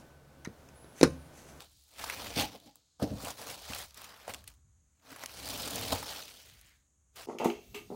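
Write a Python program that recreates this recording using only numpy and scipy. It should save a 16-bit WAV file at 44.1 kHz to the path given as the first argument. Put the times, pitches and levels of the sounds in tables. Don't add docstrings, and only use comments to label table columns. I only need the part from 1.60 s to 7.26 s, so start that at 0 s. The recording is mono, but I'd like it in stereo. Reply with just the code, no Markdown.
import sys
import numpy as np
from scipy import signal
from scipy.fft import rfft, irfft, next_fast_len
from scipy.io import wavfile
from scipy.ndimage import uniform_filter1d

SR = 44100
rng = np.random.default_rng(int(sys.argv[2]) if len(sys.argv) > 2 else 0)


def transcribe(u):
    v = np.clip(np.atleast_2d(u).T, -1, 1)
    q = np.round(v * 32767).astype(np.int16)
    wavfile.write(sys.argv[1], SR, q)


N = 249606


def amp(db):
    return 10 ** (np.asarray(db) / 20)


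def unit(x):
    return x / np.sqrt(np.mean(x ** 2) + 1e-20)


def along(points, hz):
    f, v = np.transpose(points)
    return np.interp(np.log(hz + 1), np.log(f + 1), v)


def curves(rows):
    s, *cols = np.transpose(rows)
    return [np.interp(np.arange(N) / SR, s, c) for c in cols]


def filtered(x, response):
    m = next_fast_len(x.shape[-1] + 8192)
    spectrum = rfft(x, m) * response(np.fft.rfftfreq(m, 1 / SR))
    return irfft(spectrum, m)[..., :x.shape[-1]]


def resonances(modes):
    def response(f):
        total = 0
        for k, (centre, width, db) in enumerate(modes):
            damping = 1j * f * width
            total = total + (-1) ** k * amp(db) * damping / (centre * centre - f * f + damping)
        return total
    return response


def sides(pan_db):
    return amp(np.outer([.5, -.5], pan_db))


def steadied(x, firm):
    return unit(x / np.abs(signal.hilbert(x)).mean(axis=0) ** firm)


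def swells(s, rise_s, hold_s, fall_s, levels_db):
    coarse = np.arange(0, N, 32)
    t = coarse / SR - np.reshape(s, (-1, 1))
    rise_s, hold_s, fall_s = (np.reshape(np.abs(v) + 1e-4, (-1, 1)) for v in (rise_s, hold_s, fall_s))
    shape_db = 20 * (np.minimum(t, 0) / rise_s - np.maximum(t - hold_s, 0) / fall_s)
    gains = np.sqrt(amp(np.atleast_2d(levels_db)) ** 2 @ amp(shape_db) ** 2)
    return [np.interp(np.arange(N), coarse, g) for g in gains]


# (frequency [Hz], likeness [0 to 1])
PORT_LIKENESS = [(60, 0.85), (130, 0.89), (300, 0.96), (700, 0.72), (1400, 0.56), (3000, 0.26),
                 (8000, 0.071)]


def port_noise(patchy_db, lag_ms=0):
    z = signal.stft(rng.standard_normal((3, N)), nperseg=256)[2]
    field = uniform_filter1d(rng.standard_normal(z.shape[1:]), size=3, axis=0)
    field = uniform_filter1d(field, size=10, axis=1)
    shared, *own = signal.istft(z * amp(patchy_db * unit(field)), nperseg=256)[1][:, :N]
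    late = np.clip(np.arange(N) - np.round(lag_ms * SR / 1000).astype(int), 0, N - 1)
    share = lambda hz: np.clip(along(PORT_LIKENESS, hz), 0, 1)
    both = filtered(np.array([shared[late], shared]), lambda hz: np.sqrt(share(hz)))
    return both + filtered(np.array(own), lambda hz: np.sqrt(1 - share(hz)))


# (frequency [Hz], relative density [dB per Hz])
HISS_COLOUR = [(71, -33.5), (120, -7), (194, -7.5), (222, -16), (291, -10.5), (381, -18.5), (890, -21),
               (1240, -21.5), (5140, -33), (6600, -13.5), (12000, -37), (15600, -64.5)]
# (frequency [Hz], left-right balance [dB])
HISS_BALANCE = [(4500, -0.5), (6000, 13)]


def hiss():
    colour = lambda hz: amp(along(HISS_COLOUR, hz)) * sides(along(HISS_BALANCE, hz))
    return amp(-74) * unit(filtered(rng.standard_normal((2, N)), colour))


# (time [s], left-right balance [dB], lag of the left port [ms], negative when it leads)
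HAND_PLACES = [(0, 0.5, 0.061), (.5, -0.5, .1), (.68, 4.5, -.3), (.85, 7, -.33), (1.5, 0, -0.17),
               (2, 3, -.1), (2.3, -2.5, 0.19), (2.8, -0.5, .09), (3.6, -2, .16), (4.3, -3, 0.3),
               (4.5, 3.5, -0.25), (4.65, -4, .36), (5.1, -7, 0.29), (5.66, 0.5, 0.02)]


def hand_place():
    return curves(HAND_PLACES)


# (time at full level [s], rise [s per 20 dB], hold [s], fall [s per 20 dB], sheet level [dB],
# face, edge and belly against the sheet [dB each], level of the rubbed box walls [dB])
HAND_MOVES = [(0, .05, 0.008, 0.08, -53, -6.5, -2, -3.5, -64),
              (.13, 0.2, 0.3, 0.15, -82, -10.5, 17, -41, -105),
              (0.411, 0.077, 0.12, 0.35, -48.5, 0.5, -1.5, -3.5, -60.5),
              (.6, 0.081, 0.11, 0.092, -48, -0.5, -10.5, -1.5, -53),
              (0.78, 0.047, 0.039, 0.072, -36, 1.5, -6, -10, -41.5),
              (.95, 0.1, 0.0042, 0.05, -57, -4, -13, 5, -53),
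              (1.075, 0.15, 0.0039, 0.052, -61.5, -7, -5, -9, -57.5),
              (1.163, 0.027, 0.0034, 0.084, -73, -15, 4, -3.5, -75),
              (1.398, 0.0043, 0.023, 0.035, -63, -1.5, -12, 14.5, -48.5),
              (1.425, 0.013, 0.0034, 0.044, -43, -8, -7.5, 0.5, -40),
              (1.47, 0.027, 0.045, 0.22, -59, 1, -12, 1.5, -50),
              (1.632, 0.093, 0.077, 0.078, -49.5, -1, 2.5, 1.5, -53),
              (1.8, 0.059, 0.12, 0.07, -51.5, 0.1, 1, -1, -58),
              (1.92, 0.1198, 0.015, 0.14, -48, -8.5, -3, -7, -60),
              (2.061, 0.18, 0.12, 0.077, -56, -8, 2, 1.5, -80),
              (2.139, 0.18, 0.089, 0.074, -50, -0.5, 2.5, -7.5, -86),
              (2.381, 0.073, 0.0754, 0.16, -55.5, 0, -5, -10, -67),
              (2.5, 0.087, 0.16, 0.045, -62.5, 3.5, -8.5, -4, -78),
              (2.699, 0.038, 0.0038, 0.029, -48.5, 5, -4.5, 3, -65),
              (2.749, 0.074, 0.0031, 0.087, -53.5, -4.5, -3.5, -2.5, -58),
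              (2.88, 0.025, 0.0035, 0.078, -59, -4.5, 1, -12, -69),
              (3.517, 0.085, 0.013, 0.037, -56, 4, -5.5, -2.5, -56),
              (3.6, 0.12, 0.053, 0.091, -57.5, 6.5, -9.5, -1, -62.5),
              (3.734, 0.12, 0.1, 0.18, -54, 0.5, -2, -10.5, -76),
              (3.892, 0.19, 0.44, 0.25, -45, -2.5, -1.5, -3.5, -49),
              (4.12, 0.15, 0.16, 0.18, -49.5, -0.5, -9, -4, -49),
              (4.324, 0.0096, 0.006, 0.021, -34, -12, -4, 3.5, -37),
              (4.349, .05, 0.021, 0.12, -46, -3, -3.5, -1, -50.5),
              (4.473, 0.07, 0.077, 0.29, -45, -3.5, -4, -9, -60.5),
              (4.799, 0.95, 0.11, 0.186, -64, 0.5, 0, -32.5, -94),
              (5.0, 0.16, 0.11, 0.12, -72, 0.5, 1.5, -39, -92),
              (5.574, 0.023, 0.042, 0.12, -53.5, 0.5, 0.5, -5, -75)]


def moves():
    s, rise_s, hold_s, fall_s, level_db, *parts_db, wall_db = np.transpose(HAND_MOVES)
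    levels_db = [level_db, *(level_db + parts_db), wall_db]
    return swells(s, rise_s, hold_s, fall_s, levels_db)


def crackle(rate, spread_db, t60, smooth):
    chance, size = rng.random((2, N))
    kicks = (chance < rate / SR) * amp(-spread_db * np.log(size + 1 / 40))
    t = np.arange(SR // 20) / SR
    shape = amp(-60 * t / t60) * (1 - np.exp(-t / 0.00016))
    bursts = np.abs(signal.fftconvolve(kicks ** 2, shape ** 2)[:N])
    power = smooth + bursts / bursts.mean()
    return np.sqrt(power / uniform_filter1d(power, size=SR // 8))


# (frequency [Hz], left-right balance [dB])
PORT_SHADE = [(5000, -0.5), (7500, -3.5), (15000, -5)]
# (frequency [Hz], relative density [dB per Hz])
SHEET_COLOUR = [(2000, -34.5), (3000, -5.5), (4500, -5), (6000, -12), (8000, -37.5)]
FACE_COLOUR = [(900, -14), (1400, -6), (2500, -4), (3500, -21.5)]
EDGE_COLOUR = [(2800, -22), (4500, -10.5), (6500, -3), (9000, -2), (12000, -9.5), (15500, -5)]
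BELLY_COLOUR = [(250, -26), (450, 4), (800, 6.5), (1300, -1.5), (2000, -22)]


def paper():
    sheet, face, edge, belly, _ = moves()
    pan_db, lag_ms = hand_place()
    air = port_noise(patchy_db=2, lag_ms=lag_ms)
    buckles = crackle(rate=550, spread_db=3.0, t60=0.055, smooth=0.54)
    ticks = crackle(rate=260, spread_db=3.6, t60=.009, smooth=.7)
    specks = crackle(rate=500, spread_db=2.0, t60=.01, smooth=.9)

    def layer(colour, envelope):
        response = lambda hz: amp(along(colour, hz)) * sides(along(PORT_SHADE, hz))
        return unit(envelope * filtered(air, response))

    bright = sheet * layer(SHEET_COLOUR, buckles * specks) + edge * layer(EDGE_COLOUR, buckles * ticks)
    broad = face * layer(FACE_COLOUR, buckles * specks) + belly * layer(BELLY_COLOUR, buckles)
    return sides(pan_db) * bright + broad


# (time [s], blow [dB], hardness as pulse corner [Hz],
# shudder of the walls [dB], shudder of the table [dB])
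FINGER_BUMPS = [(0.765, 18, 800, -39, -48.5), (0.788, 14, 600, -42, -44.5), (0.831, 11, 790, -42, -58),
                (1.064, -7.5, 400, -66.5, -74), (1.421, 21.5, 1500, -33.5, -70),
                (1.435, 25, 350, -44, -63.5), (1.511, 18, 300, -45, -46), (1.525, 15.5, 298, -44.5, -50),
                (1.633, 8.5, 503, -60, -50), (2.095, 11, 249, -50, -54), (2.691, -3.5, 900, -60.5, -70),
                (4.319, 7, 800, -51.5, -43), (4.333, 22, 110, -54, -60)]


def shudder(timing, levels_db):
    lag_s, *shape_s = timing
    return swells(np.transpose(FINGER_BUMPS)[0] + lag_s, *shape_s, levels_db)[0]


# (time [s], level [dB])
TABLE_DRONE = [(0, -68), (.12, -65), (.32, -75.5), (.42, -56.5), (.74, -58), (.97, -74.5), (1.38, -81),
               (1.6, -71), (2.21, -57), (2.32, -64), (2.64, -71), (2.79, -57), (3.3, -68), (3.47, -78),
               (3.71, -63.5), (3.83, -54), (4.52, -59), (4.73, -71), (4.95, -59.5), (5.3, -76),
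               (5.66, -62.5)]
# (frequency [Hz], width [Hz], level [dB])
TABLE_MODES = [(66, 28, 0)]


def table(air):
    timing = (0.0077, 0.082, 0.029, 0.068)
    gain = np.hypot(amp(*curves(TABLE_DRONE)), shudder(timing, np.transpose(FINGER_BUMPS)[4]))
    top = lambda hz: resonances(TABLE_MODES)(hz) * resonances([(70, 70, 0)])(hz)
    return gain * steadied(filtered(air, top), firm=.6) * sides([-0.5])


# (frequency [Hz], width [Hz], level [dB])
WALL_MODES = [(99, 26, -0.5), (207.7, 50, -2), (263.3, 38, 1.5), (300.4, 27, 1.5), (486, 130, -8),
              (682, 100, -7.5), (763, 17, -11.5)]


def walls(air):
    timing = (0.013, 0.013, 0.0046, 0.073)
    gain = np.hypot(moves()[-1], shudder(timing, np.transpose(FINGER_BUMPS)[3]))
    return gain * unit(filtered(air, resonances(WALL_MODES)))


def blows():
    pulses, t = np.zeros(N + SR), np.arange(SR // 50) / SR
    for s, db, hard_hz, *_ in FINGER_BUMPS:
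        corner = 2 * np.pi * hard_hz
        pulses[round(s * SR):][:len(t)] += amp(db) * corner ** 2 / SR * t * np.exp(-corner * t)
    return filtered(pulses[:N], resonances(WALL_MODES)) * sides([1.5])


def box():
    air = port_noise(patchy_db=1)
    return table(air) + walls(air) + blows()


# (time at full level [s], rise [s per 20 dB],
# hold [s], fall [s per 20 dB], level [dB], pitch [Hz]); signs of rise and fall are ignored
PATCH_SWISHES = [(0.124, 3, 0.23, -2.5, -67.5, 4300), (2.405, -0.1, 0.082, 0.35, -57.5, 1150),
                 (2.1, 0.44, 0.044, 0.2, -51, 4300), (5.041, 1.44, 0.097, 0.1, -67.5, 1900)]


def swishes():
    out, (pan_db, lag_ms) = np.zeros((2, N)), hand_place()
    for *timing, level_db, hz in PATCH_SWISHES:
        patch = resonances([(hz, .6 * hz, 0)])
        air = port_noise(patchy_db=-0.5, lag_ms=lag_ms)
        rubbed = unit(filtered(air, lambda f: patch(f) ** 2))
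        out += swells(*timing, [level_db])[0] * rubbed
    return sides(pan_db) * out


# (time [s], level [dB], pitch [Hz], treble against the pitch [dB],
# length [ms], played as 3 ms where shorter)
CREASE_SNAPS = [(.0054, -26, 3290, -16, 3), (0.392, -29.5, 4000, -16.5, 11.5),
                (0.4381, -16.5, 928, -24, 19), (0.4406, -20, 4226, -30, 20),
                (0.4976, -14.5, 2100, -14, 14.5), (0.7045, -26, 3020, -22, 4.5),
                (0.762, -25.5, 4196, -9, 12.5), (0.7974, -11.5, 3465, -27.5, 4),
                (0.821, -16, 2573, -23.5, 22.5), (0.928, -37, 1284, -16, 21), (0.9999, -44, 3580, -4, 11),
                (1.11, -48, 3200, -26, 9.5), (1.157, -39, 764, 1.5, 3.5), (1.3964, -33, 1000, -23, 26),
                (1.4247, -28.5, 1057, -14.5, 22.5), (1.627, -30, 7200, -8.5, 13),
                (1.634, -27, 1130, -14, 20.5), (1.704, -22.5, 4460, -23, 12), (2.133, -20, 2782, -22, 16),
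                (2.1467, -26.5, 3220, -3, 20), (2.1833, -29.5, 3714, -3.5, 28.5),
                (2.307, -37, 3630, -15, 10.5), (2.3428, -38.5, 3360, -3, 16.5),
                (2.371, -32.5, 2190, -6, 34), (2.4164, -31, 1001, -5.5, 13), (2.4405, -30, 3524, -7, 30),
                (2.6773, -16, 578, -22, 20.5), (2.6943, -16, 540, -30.5, 16),
                (2.7372, -21, 3330, -16.5, 10), (2.7445, -22.5, 3770, -12, 10.5),
                (2.8397, -38, 3290, -7.5, 14), (2.875, -29.5, 3383, -4, 21.5),
                (3.5189, -39.5, 1154, 0.5, 5), (3.5261, -31.5, 1632, -20, 18.5),
                (3.5591, -25.5, 1280, -14, 26), (3.594, -30.5, 1890, -12, 6), (3.621, -34.5, 2990, -7, 3.5),
                (3.6359, -15, 1330, -19, 12.5), (3.659, -20, 3296, -9.5, 10),
                (3.716, -41.5, 3626, -4, 11.5), (3.8557, -27.5, 4540, -6, 16.5), (3.888, -26.5, 5070, 0, 8),
                (3.8979, -23, 3850, -11, 16), (3.904, -24, 3890, -5, 9.5), (3.975, -28, 5945, -1.5, 12.5),
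                (4.019, -27.5, 4080, -3.5, 9), (4.0555, -24, 3956, -7.5, 18),
                (4.1073, -24, 4990, -5.5, 4.5), (4.156, -23.5, 4670, 0.5, 20), (4.2124, -21, 1057, -6, 5.5),
                (4.2923, -31, 960, -4.5, 12.5), (4.3233, -21, 3800, -30, 6.5),
                (4.382, -28.5, 5330, -15, 17.5), (4.4245, -22.5, 990, -10.5, 40),
                (4.8988, -39, 2870, -9.5, 0), (5.012, -44, 4590, -2, 11.5), (5.5566, -39.5, 2720, -5, 27)]


def creases():
    out, t = np.zeros((2, N + SR)), np.arange(SR // 10) / SR
    pan_db, lag_ms = hand_place()
    air, place = port_noise(patchy_db=4.0, lag_ms=lag_ms), sides(pan_db)
    for s, db, hz, treble_db, length_ms in CREASE_SNAPS:
        at = round(s * SR)
        age = t * 1000 / max(length_ms, 3)
        swell = age * amp(-70 * age + 18)
        push = swell * air[:, at:at + len(t)]
        delays = np.maximum(np.round(lag_ms[at] * SR / 1000 * np.array([1, -1])), 0).astype(int)
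        push[[0, 1], swell.argmax() + delays] -= amp(13)
        modes = resonances([(hz, 0.64 * hz, 0), (11000, 9000, treble_db)])
        facet = lambda f: modes(f) * sides(along(PORT_SHADE, f))
        out[:, at:at + len(t)] += amp(db) * place[:, [at]] * filtered(push, facet)
    return out[:, :N]


# (time [s], level [dB])
AIR_PUFFS = [(0.775, -40), (.825, -38), (1.079, -62.5), (1.452, -53.5), (4.332, -46)]


def pocket():
    s, level_db = np.transpose(AIR_PUFFS)
    rise_s, hold_s, fall_s = 0.027, 0.021, 0.04
    gain, = swells(s, rise_s, hold_s, fall_s, level_db)
    hollow = resonances([(820.0, 80, 0)])
    ringing = filtered(port_noise(patchy_db=0), lambda hz: hollow(hz) ** 2)
    return gain * steadied(ringing, firm=.8)


def scene():
    return hiss() + paper() + box() + swishes() + creases() + pocket()


def record(dry):
    bass_hz, top_hz = 45, 15800
    return filtered(dry, lambda hz: (hz < top_hz) * 1j * hz / (bass_hz + 1j * hz))


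dry = scene()
out = record(dry)
transcribe(out)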